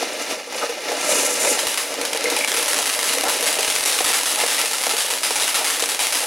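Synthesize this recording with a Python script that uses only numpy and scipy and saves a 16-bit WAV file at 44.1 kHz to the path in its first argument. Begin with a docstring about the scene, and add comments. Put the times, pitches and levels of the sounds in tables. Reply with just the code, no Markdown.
"""A small walled yard at night, where a ground fountain firework burns.
Its nozzle roars, hisses and sputters: gusting noise, tinted by the walls, with short puffs on top.
Then crackling stars burst in the spray, as hard spikes and dying clusters of pops over a growing bed.
Hollow puffs of band noise, a few chirping sparks and, under some bursts and pops, faint low thuds join in.
The walls throw every crack back, and a limiter ducks just ahead of the loudest."""
import sys
import numpy as np
from scipy import signal
from scipy.fft import rfft, irfft
from scipy.io import wavfile
from scipy.ndimage import uniform_filter1d, minimum_filter1d

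SR = 44100
rng = np.random.default_rng(int(sys.argv[2]) if len(sys.argv) > 2 else 0)


def unload_wav(signal):
    """Save mono or channel-first audio to the path in sys.argv[1] as 16-bit WAV at rate SR, clipped to [-1, 1]."""
    wavfile.write(
        sys.argv[1],
        SR,
        np.round(np.clip(np.atleast_2d(signal).T, -1, 1) * 32767).astype(np.int16),
    )


N = 276066
T = np.arange(N) / SR


def amp(db):
    """Decibels to gain."""
    return 10 ** (np.asarray(db) / 20)


def unit(x):
    """Scales to an rms of one."""
    return x / np.sqrt(np.mean(x ** 2) + 1e-20)


def read(points, hz):
    """Reads a spectrum on a log-frequency axis."""
    f, value = np.transpose(points)
    return np.interp(np.log(hz + 1), np.log(f), value)


def level(curve):
    """Gain over time from rows of (time [s], level [dB])."""
    return amp(np.interp(T, *np.transpose(curve)))


def ramp(start_s, length_s):
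    """Rises from zero to one, then holds."""
    return np.clip((T - start_s) / length_s, 0, 1)


def add(mix, s, sound):
    """Mixes a sound in at a time, cut off at the end of the mix."""
    start = max(round(s * SR), 0)
    part = mix[..., start:][..., :sound.shape[-1]]
    part += sound[..., :part.shape[-1]]


def wander(rate_hz):
    """Random drift of rms one, from a tenth of a rate up to about that rate."""
    hz = np.fft.rfftfreq(N, 1 / SR)
    band = (hz > rate_hz / 10) / (1 + (hz / rate_hz) ** 4)
    return unit(irfft(rfft(rng.standard_normal(N)) * band, N))


def resonate(x, hz, width_hz):
    """A resonance of gain one that follows a pitch curve: shift down, smooth, shift back up."""
    turn = np.exp(2j * np.pi * np.cumsum(hz) / SR)
    r = np.exp(-np.pi * width_hz / SR)
    return 2 * (turn * signal.lfilter([1 - r], [1, -r], x / turn)).real


# Bands that the walls strengthen or cancel, each sound taking a share of the pattern:
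# (frequency [Hz], width [Hz], full lift or cut [dB])
WALL_BANDS = [(284, 36, 10.5), (476.5, 38.6, 11.5), (615, 36, 7), (760, 34, 5.5), (852, 47, 10),
              (991, 82, 12.5), (1034, 175, -11.5), (1165, 37, 5.5), (1363, 55, 11.5), (1410, 85, -11),
              (2097, 49, 4.5), (2185, 26, -26), (2330, 190, 0.5), (2560, 84, 1.5), (2650, 85, -3.5),
              (3230, 94, -11.5), (2836, 53, 4), (3024, 40, -5), (7040, 320, -1), (7700, 160, -8)]


def colour(x, tone, walls=0, size=4096):
    """Causal minimum-phase filter of unit energy: a spectrum plus a share of the wall pattern."""
    hz = abs(np.fft.fftfreq(size, 1 / SR))
    pattern_db = sum(db * np.exp(-2 * ((hz - f) / width) ** 2) for f, width, db in WALL_BANDS)
    log_gain = np.log(amp(read(tone, hz) + walls * pattern_db))
    taps = np.fft.ifft(np.exp(np.conj(signal.hilbert(log_gain)))).real[:size // 2]
    return signal.oaconvolve(x, taps[None] / np.linalg.norm(taps), axes=1)[:, :N]


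# Ring of the yard: (frequency [Hz], time to fall by 60 dB [s])
YARD_RING = [(200, 0.65), (1000, 0.29), (4000, 0.32), (12000, 0.33)]


def yard(x, echo_db, tail_db, count=7):
    """Mid and side of a sound at one random spot: direct path, near walls, diffuse tail."""
    t = np.arange(SR // 2) / SR
    hz, when, z = signal.stft(rng.standard_normal((2, len(t))), SR, nperseg=256)
    decay = amp(-60 * when / read(YARD_RING, hz)[:, None])
    tail = signal.istft(z * decay, SR, nperseg=256)[1][:, :len(t)]
    tail = tail * (1 - np.exp(-t / 0.016))  # the diffuse tail swells in behind the direct sound
    paths = amp(tail_db) * tail / np.linalg.norm(tail[0])
    paths[:, 0] += [1, 2 * rng.random() - 1]
    jitter = 2 * rng.random((count, 2)) - 1
    for delay, (late, side) in zip(np.geomspace(.0011, .025, count), jitter):
        echo = amp(echo_db) * np.exp(-delay / 0.02) * np.array([[1], [2 * side]])
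        add(paths, delay * 2 ** (late / 2), echo)
    return signal.oaconvolve(x[None], paths / np.linalg.norm(paths[0]), axes=1)[:, :N]


def turbulence(gust_db, flutter_db):
    """Mid and side noise that gusts and flutters as the powder burns unevenly."""
    swing_db = gust_db * wander(33.0) + flutter_db * wander(250)
    return unit(rng.standard_normal((2, N)) * amp(swing_db))


def combed(x, delay_s=0.00151, gain=0.46):
    """A surface close to the nozzle returns one inverted echo that combs the sound; rms one."""
    hz = np.fft.rfftfreq(N, 1 / SR)
    echo = gain * np.exp(-2j * np.pi * hz * delay_s)
    return unit(irfft(rfft(x) * (1 - echo), N))


# The crackling charge takes over
CHARGE_START_S, CHARGE_RISE_S = 1.66, 0.05
# Layers of the jet, relative to its thrust
ROAR_DB, RUSH_DB, SIZZLE_DB = 0.5, 2, -9
# A layer of metal dust burns through and lifts the sizzle
DUST_START_S, DUST_RISE_S, DUST_END_S, DUST_FALL_S, DUST_DB = 0.89, 0.23, 1.51, 0.45, 12.5
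# The hollow of the roar shifts with the flame
HOLLOW_HZ, HOLLOW_WIDTH_HZ, HOLLOW_SWING_OCT, HOLLOW_DB = 567, 70, 0.2, 0.5
# Force of the gas jet, which drives roar, rush and sizzle: (time [s], level [dB])
JET_THRUST = [(0, -27), (.1, -32), (.155, -33.5), (.22, -28.5), (.26, -34), (.31, -27), (.39, -36),
              (.46, -39.5), (.53, -33.5), (.595, -28.5), (.68, -32), (.78, -34.5), (.84, -32.5),
              (.89, -28.5), (.96, -30), (1.13, -24), (1.21, -25), (1.33, -29), (1.41, -26.5), (1.52, -25),
              (1.61, -30.5), (1.8, -36.5), (2.0, -30), (2.11, -32.5), (2.34, -27), (2.47, -35), (2.76, -30),
              (2.87, -38), (2.97, -32.5), (3.5, -30), (3.8, -37.5), (6.25, -39)]
# Pinches of metal dust flare up in the young jet: (time [s], lift of the sizzle [dB], decay [s])
DUST_FLARES = [(.132, 13, 0.012), (.212, 6, 0.11), (.56, 5, .06), (.698, 6, 0.011)]
# Spectra of the three layers: (frequency [Hz], density [dB per Hz])
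ROAR_SPECTRUM = [(25, -73), (70, -31), (140, -23), (200, -12.5), (280, -4), (400, -2.5), (580, 2),
                 (750, -7), (1100, -5), (2000, -13.5), (6000, -47)]
RUSH_SPECTRUM = [(150, -23.5), (700, -4), (1300, -1), (2400, 4.5), (3600, 0.5), (6000, 0), (8000, -11.5),
                 (11000, -9), (13000, -21)]  # also tints the hollow puffs
SIZZLE_SPECTRUM = [(600, -27), (4000, -18.5), (6000, -2), (7100, 1), (8500, -2.5), (11000, -2),
                   (12600, -17), (16000, -21)]


def jet():
    """Roar and rush of turbulent gas, and sizzling dust, all from the fixed nozzle."""
    gas = turbulence(gust_db=1.5, flutter_db=3.0)
    hollow_hz = HOLLOW_HZ * 2 ** (HOLLOW_SWING_OCT * wander(4.7))
    gas = gas + amp(HOLLOW_DB) * resonate(gas, hollow_hz, HOLLOW_WIDTH_HZ)
    roar = amp(ROAR_DB) * unit(colour(gas, ROAR_SPECTRUM, walls=0.59))

    rush = amp(RUSH_DB) * colour(turbulence(gust_db=1.06, flutter_db=1.0), RUSH_SPECTRUM, walls=1.2)

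    dust = ramp(DUST_START_S, DUST_RISE_S) - ramp(DUST_END_S, DUST_FALL_S)
    flare_db = sum(db * (T > s) * np.exp(-abs(T - s) / decay) for s, db, decay in DUST_FLARES)
    hiss = combed(turbulence(gust_db=1.5, flutter_db=1.0))
    sizzle = amp(SIZZLE_DB + DUST_DB * dust + flare_db) * colour(hiss, SIZZLE_SPECTRUM, walls=0.4)

    # rush and sizzle give way slightly as the crackling charge takes over
    yielding = amp(-0.5 * ramp(CHARGE_START_S, CHARGE_RISE_S))
    return level(JET_THRUST) * (roar + (rush + sizzle) * yielding)


# The nozzle spits out a lump: (time [s], relative level [dB], decay [s])
SPIT_EVENTS = [(.027, -10, 0.0039), (.31, -26, 0.01), (.524, -16.5, 0.0052), (.633, -17, 0.011),
               (.693, -15.5, 0.0088), (.886, -16, 0.013), (.917, -13, 0.012), (1.447, -7, 0.0072),
               (1.574, -13, 0.0047), (2.155, -14, .007), (2.315, -14.5, 0.019), (2.787, -11.5, 0.0087),
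               (3.236, -18, 0.047), (3.586, -6.5, 0.008), (3.964, -13, 0.0041), (4.005, -8, 0.0061),
               (4.1, -15.5, 0.0073), (4.436, -8.5, 0.0038), (4.638, -16, 0.0069), (4.865, -8.5, 0.0052),
               (4.935, -13, 0.0094), (5.306, -6, 0.0048), (5.823, -12.5, 0.0093)]
# Spectrum of a spit: (frequency [Hz], density [dB per Hz])
SPIT_SPECTRUM = [(40, -50), (150, -37), (300, -15), (570, -2.5), (800, -9.5), (1200, -16), (3000, -21.5),
                 (10000, -27), (16000, -39)]


def spits(size=6000):
    """Each lump leaves the nozzle with a short, hollow puff of decaying noise."""
    t, out = np.arange(size) / SR, np.zeros(N)
    for s, db, decay in SPIT_EVENTS:
        add(out, s, amp(db - 4.5) * np.exp(-t / decay) * rng.standard_normal(size))
    return colour(yard(out, echo_db=-13.0, tail_db=-13.5), SPIT_SPECTRUM, walls=0.6)


# Hollow puffs of band noise, some of them dull star bursts:
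# (time [s], relative level [dB], length [s], middle pitch [Hz])
HOLLOW_PUFFS = [(0.608, -26, 0.042, 1120), (3.24, -24.5, 0.056, 836), (4.362, -28, .07, 780),
                (4.588, -28, 0.036, 1090), (4.728, -32, 0.019, 1110), (4.887, -27.5, 0.031, 980),
                (5.568, -28.5, 0.098, 766), (6.198, -32, 0.067, 730)]


def hollow_puffs(width_hz=400, sag=0.045):
    """Noise in a hollow resonant band that swells, sinks a little in pitch and fades."""
    out = np.zeros(N)
    for s, db, length, hz in HOLLOW_PUFFS:
        u = np.arange(0, 1, 1 / (length * SR))  # progress through the puff
        pitch = hz * (1 - sag * (u - .5))
        noise = rng.standard_normal(SR // 2)[:len(u)]
        hollow = resonate(resonate(noise, pitch, width_hz), pitch, 2 * width_hz)
        add(out, s, amp(db) * np.sin(np.pi * u) * unit(hollow))
    return amp(-1.5) * colour(yard(out, echo_db=-7, tail_db=-11), RUSH_SPECTRUM, walls=0.96)


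def snap(x, swing=0.74, size=90):
    """Each crack swings the pressure down, then up, and leaves a brief ragged wake."""
    wake = 0.057 * rng.standard_normal(size) * np.exp(-np.arange(size) / SR / 0.00012)
    wake[0] = 1
    return signal.lfilter(np.convolve([-swing, 1], wake / np.linalg.norm(wake)), [1, -swing], x)


def crack(ragged, ragged_s, dull_hz, size=600, echo=0.82):
    """A star or spark splits: a hard spike, a ragged end and one close echo, of unit energy."""
    split = ragged * rng.choice([-1., 1.], size) * np.exp(-np.arange(size) / SR / ragged_s)
    split[0] = 1
    split[rng.integers(size // 30, size // 10)] += echo * rng.uniform(0.32, 1)
    split = signal.lfilter([1], [1, -np.exp(-2 * np.pi * dull_hz / SR)], split)
    return split / np.linalg.norm(split)


# Spectrum of a crack: (frequency [Hz], density [dB per Hz])
CRACK_SPECTRUM = [(30, -46), (130, -29), (250, -15), (500, -4.5), (900, -1.1), (1500, -1), (2700, 1.46),
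                  (4500, -0.6), (8000, -1.5), (10900, 0.84), (12000, -7), (13200, -13), (16000, -15.5)]


def scattered(spots, echo_db, tail_db):
    """Cracks from several spots in the spray, each spot with its own echoes."""
    spread = sum(yard(snap(spot), echo_db, tail_db) for spot in spots)
    return colour(spread, CRACK_SPECTRUM, walls=0.12)


# Large stars bursting: (time [s], relative level [dB], life of the cluster of fragments [s])
STAR_BURSTS = [(1.591, -21, 0.051), (1.6695, -21.5, 0.12), (1.775, -21.5, 0.075), (2.014, -28, 0.02),
               (2.0515, -23.5, 0.011), (2.132, -28, .012), (2.2413, -25.5, 0.012), (2.301, -26.5, 0.12),
               (2.3648, -23.5, 0.1), (2.476, -19, 0.02), (2.5399, -18.5, 0.012), (2.5659, -20.5, 0.13),
               (2.681, -19.5, 0.067), (2.8277, -30, 0.015), (2.857, -24, 0.1), (3.042, -22, 0.073),
               (3.0736, -21.5, 0.026), (3.283, -19, 0.1), (3.4268, -27, 0.018), (3.458, -17, 0.037),
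               (3.528, -27, 0.035), (3.5879, -22, 0.029), (3.6779, -23, 0.16), (3.753, -22.5, 0.031),
               (3.853, -17, 0.13), (3.9885, -24.5, 0.034), (4.0437, -20, 0.21), (4.13, -18.5, 0.058),
               (4.2573, -20, 0.16), (4.3883, -27, 0.05), (4.4773, -20, 0.14), (4.5123, -22, 0.11),
               (4.5819, -20, 0.029), (4.7328, -22.5, 0.035), (4.837, -22.5, 0.035), (4.8934, -20, 0.037),
               (4.9808, -20.5, 0.12), (5.1033, -20.5, 0.029), (5.233, -17.5, 0.067), (5.3069, -23.5, 0.012),
               (5.357, -18, 0.019), (5.3989, -20.5, 0.11), (5.4893, -22.5, 0.043), (5.5442, -17.5, 0.077),
               (5.6446, -20, 0.097), (5.7009, -21, 0.031), (5.796, -20.5, 0.023), (5.8899, -21, 0.033),
               (5.992, -19, 0.15), (6.1242, -18.5, 0.0095), (6.1486, -20.5, 0.061)]
# Single sparks that go off in one sharp pop: (time [s], relative level [dB])
SPARK_POPS = [(1.7439, -9), (1.8152, -22), (1.9411, -11.5), (2.1488, -13), (2.1629, -13), (2.174, -8.5),
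              (2.2089, -12.5), (2.3899, -8), (2.4468, -5), (2.5179, -3), (2.627, 0), (2.6596, -3),
              (2.7327, -3), (2.7443, -6), (2.7627, 7), (2.7881, 3), (2.8417, -12), (2.899, -5),
              (2.9393, -2.5), (2.9911, -3), (3.0072, -14), (3.0298, -4), (3.0952, 4.5), (3.137, -1),
              (3.1844, -4), (3.2105, -6), (3.2396, -8), (3.4388, 6), (3.6076, -4), (3.63, 0), (3.6467, 0),
              (3.7004, 5), (3.7624, -6), (3.808, -3), (3.838, -3), (3.9239, 6.5), (4.0592, 9), (4.1428, 2),
              (4.2116, -11), (4.2334, -5), (4.3588, -8), (4.4004, 4), (4.4097, 8), (4.4637, -8),
              (4.6149, -3), (4.6577, 4), (4.714, -10), (4.7847, -9), (4.8098, -12), (4.8676, -1),
              (4.9224, -10), (4.9671, 5), (5.0055, 0.5), (5.116, -10), (5.1374, -8), (5.1855, -11),
              (5.4224, 1), (5.4341, -6), (5.4788, 4), (5.6715, 5), (5.7706, -14), (5.8234, 0), (5.8383, -6),
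              (5.8588, -4), (5.9178, 1), (5.9476, -8), (6.0005, 6), (6.0695, -2), (6.1872, 3)]
# Lift of a report over the table level of its star, and of its single pop
REPORT_DB, POP_DB = 35, 8.5


def reports(count=8):
    """The hard cracks of large stars and single sparks, dealt in turn to spots in the spray."""
    spots = np.zeros((count, N))
    for k, (s, db, life) in enumerate(STAR_BURSTS):
        report = crack(ragged=0.091, ragged_s=0.0024, dull_hz=9200)
        add(spots[k % count], s, amp(REPORT_DB + db) * report)
    for k, (s, db) in enumerate(SPARK_POPS):
        pop = crack(ragged=0.12, ragged_s=0.002, dull_hz=8300)
        add(spots[k % count], s, amp(POP_DB + db) * pop)
    return amp(1.34) * scattered(spots, echo_db=-17, tail_db=-9.5)


def burst(life, rate=1500, spread_db=11, first_rush=0.23, first_rush_s=0.00097, size=12000):
    """The fragments of a star pop in a dying cluster, hardest just after the split."""
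    t = np.arange(size) / SR
    chance, strength = rng.random((2, size))
    fade = np.exp(-t / life) + first_rush * np.exp(-t / first_rush_s)
    pops = (chance < rate / SR) * amp(spread_db * strength) * fade * (t > .001)
    energy = 0.66 * life * SR / 2  # a longer cluster holds more energy
    return pops / (np.linalg.norm(pops) + 1e-9) * np.sqrt(energy)


# The bed of small stars builds up, holds, then thins out
BED_START_S, BED_RISE_S, BED_END_S, BED_FALL_S = 2.1, 0.71, 4.75, 0.49
# Its starting level, relative to the clusters, and its two changes
BED_DB, BED_BUILD_DB, BED_THIN_DB, POPS_PER_S = -39.5, 13.5, -2.5, 1100


def crackle(count=6):
    """The fragments of the large stars pop over a bed of small ones."""
    build_db = BED_BUILD_DB * ramp(BED_START_S, BED_RISE_S)
    thin_db = BED_THIN_DB * ramp(BED_END_S, BED_FALL_S)
    bed = ramp(CHARGE_START_S, CHARGE_RISE_S) * amp(BED_DB + build_db + thin_db)
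    strength_db = 4.7 * np.minimum(rng.exponential(1, N), 4)
    fragments = bed * unit((rng.random(N) < POPS_PER_S / SR) * amp(strength_db))
    for s, db, life in STAR_BURSTS:
        add(fragments, s, amp(db) * burst(max(life, .01)))
    where = rng.integers(0, count, N)  # every pop takes a random spot
    spots = [fragments * (where == k) for k in range(count)]
    return amp(0.48) * scattered(spots, echo_db=-8.5, tail_db=-5.0)


# Faint low thuds under some of the bursts and pops: (time [s], relative level [dB])
THUD_EVENTS = [(1.667, -20), (2.827, -28), (3.28, -25), (3.677, -19), (3.752, -25), (3.806, -29),
               (4.044, -20), (4.13, -28), (4.408, -34), (5.102, -27), (5.355, -21), (5.889, -31),
               (5.991, -30), (6.123, -27)]


def thuds(push_s=0.0014, size=2000):
    """A short push of air and the slower suction that follows it."""
    u, out = np.arange(size) / SR / push_s, np.zeros(N)
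    for s, db in THUD_EVENTS:
        add(out, s, amp(db) * u * (1 - u / 2) * np.exp(-u))
    return yard(out, echo_db=-20, tail_db=-15)


# Sparks that chirp as they fly: (time [s], relative level [dB], starting pitch [Hz])
CHIRP_EVENTS = [(2.256, -9.5, 2166), (2.369, -13.5, 2450), (2.409, -10.5, 2270), (2.422, -20, 2330),
                (2.439, -11, 2310)]


def chirps(size=3000):
    """Brief rough whistles: wavering sines that fall slightly in pitch."""
    t, out = np.arange(size) / SR, np.zeros(N)
    swell = (1 - np.exp(-t / .0005)) * np.exp(-t / .0055)
    for s, db, hz in CHIRP_EVENTS:
        waver = unit(uniform_filter1d(rng.standard_normal(size), 24))
        turns = np.cumsum(hz * (1 + .06 * waver - 2 * t)) / SR
        add(out, s, amp(db) * np.sin(2 * np.pi * turns) * swell)
    return yard(out, echo_db=-23, tail_db=-6)


# Stereo width: (frequency [Hz], gain of the side signal [dB])
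STEREO_WIDTH = [(250, -40), (500, -39), (1000, -27), (2000, -24.5), (4000, -16), (8000, -17), (13000, -10)]


def scene():
    """Everything stands nearly straight ahead; mainly the treble spreads."""
    mid, side = jet() + spits() + hollow_puffs() + reports() + crackle() + thuds() + chirps()
    side_gain = amp(read(STEREO_WIDTH, np.fft.rfftfreq(N, 1 / SR)))
    side = irfft(rfft(side) * side_gain, N)
    return np.array([mid + side, mid - side])


def record(dry, ceiling_db=-3, attack_db_per_s=4200, recovery_db_per_s=3000, size=36):
    """A limiter ducks just ahead of each peak and recovers quickly; then the top band is cut."""
    over_db = np.maximum(20 * np.log10(abs(dry).max(0) + 1e-9) - ceiling_db, 0)
    # running maxima draw straight slopes: backwards for the attack, forwards for the recovery
    ahead_db = np.maximum.accumulate((over_db - attack_db_per_s * T)[::-1])[::-1] + attack_db_per_s * T
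    held_db = np.maximum.accumulate(ahead_db + recovery_db_per_s * T) - recovery_db_per_s * T
    gain_db = uniform_filter1d(minimum_filter1d(-held_db, size), size)
    edge = signal.firwin(511, 15900, window=("kaiser", 9), fs=SR)  # low-pass, cutoff in Hz
    return signal.oaconvolve(dry * amp(gain_db), edge[None], "same")


dry = scene()
out = record(dry)
unload_wav(out)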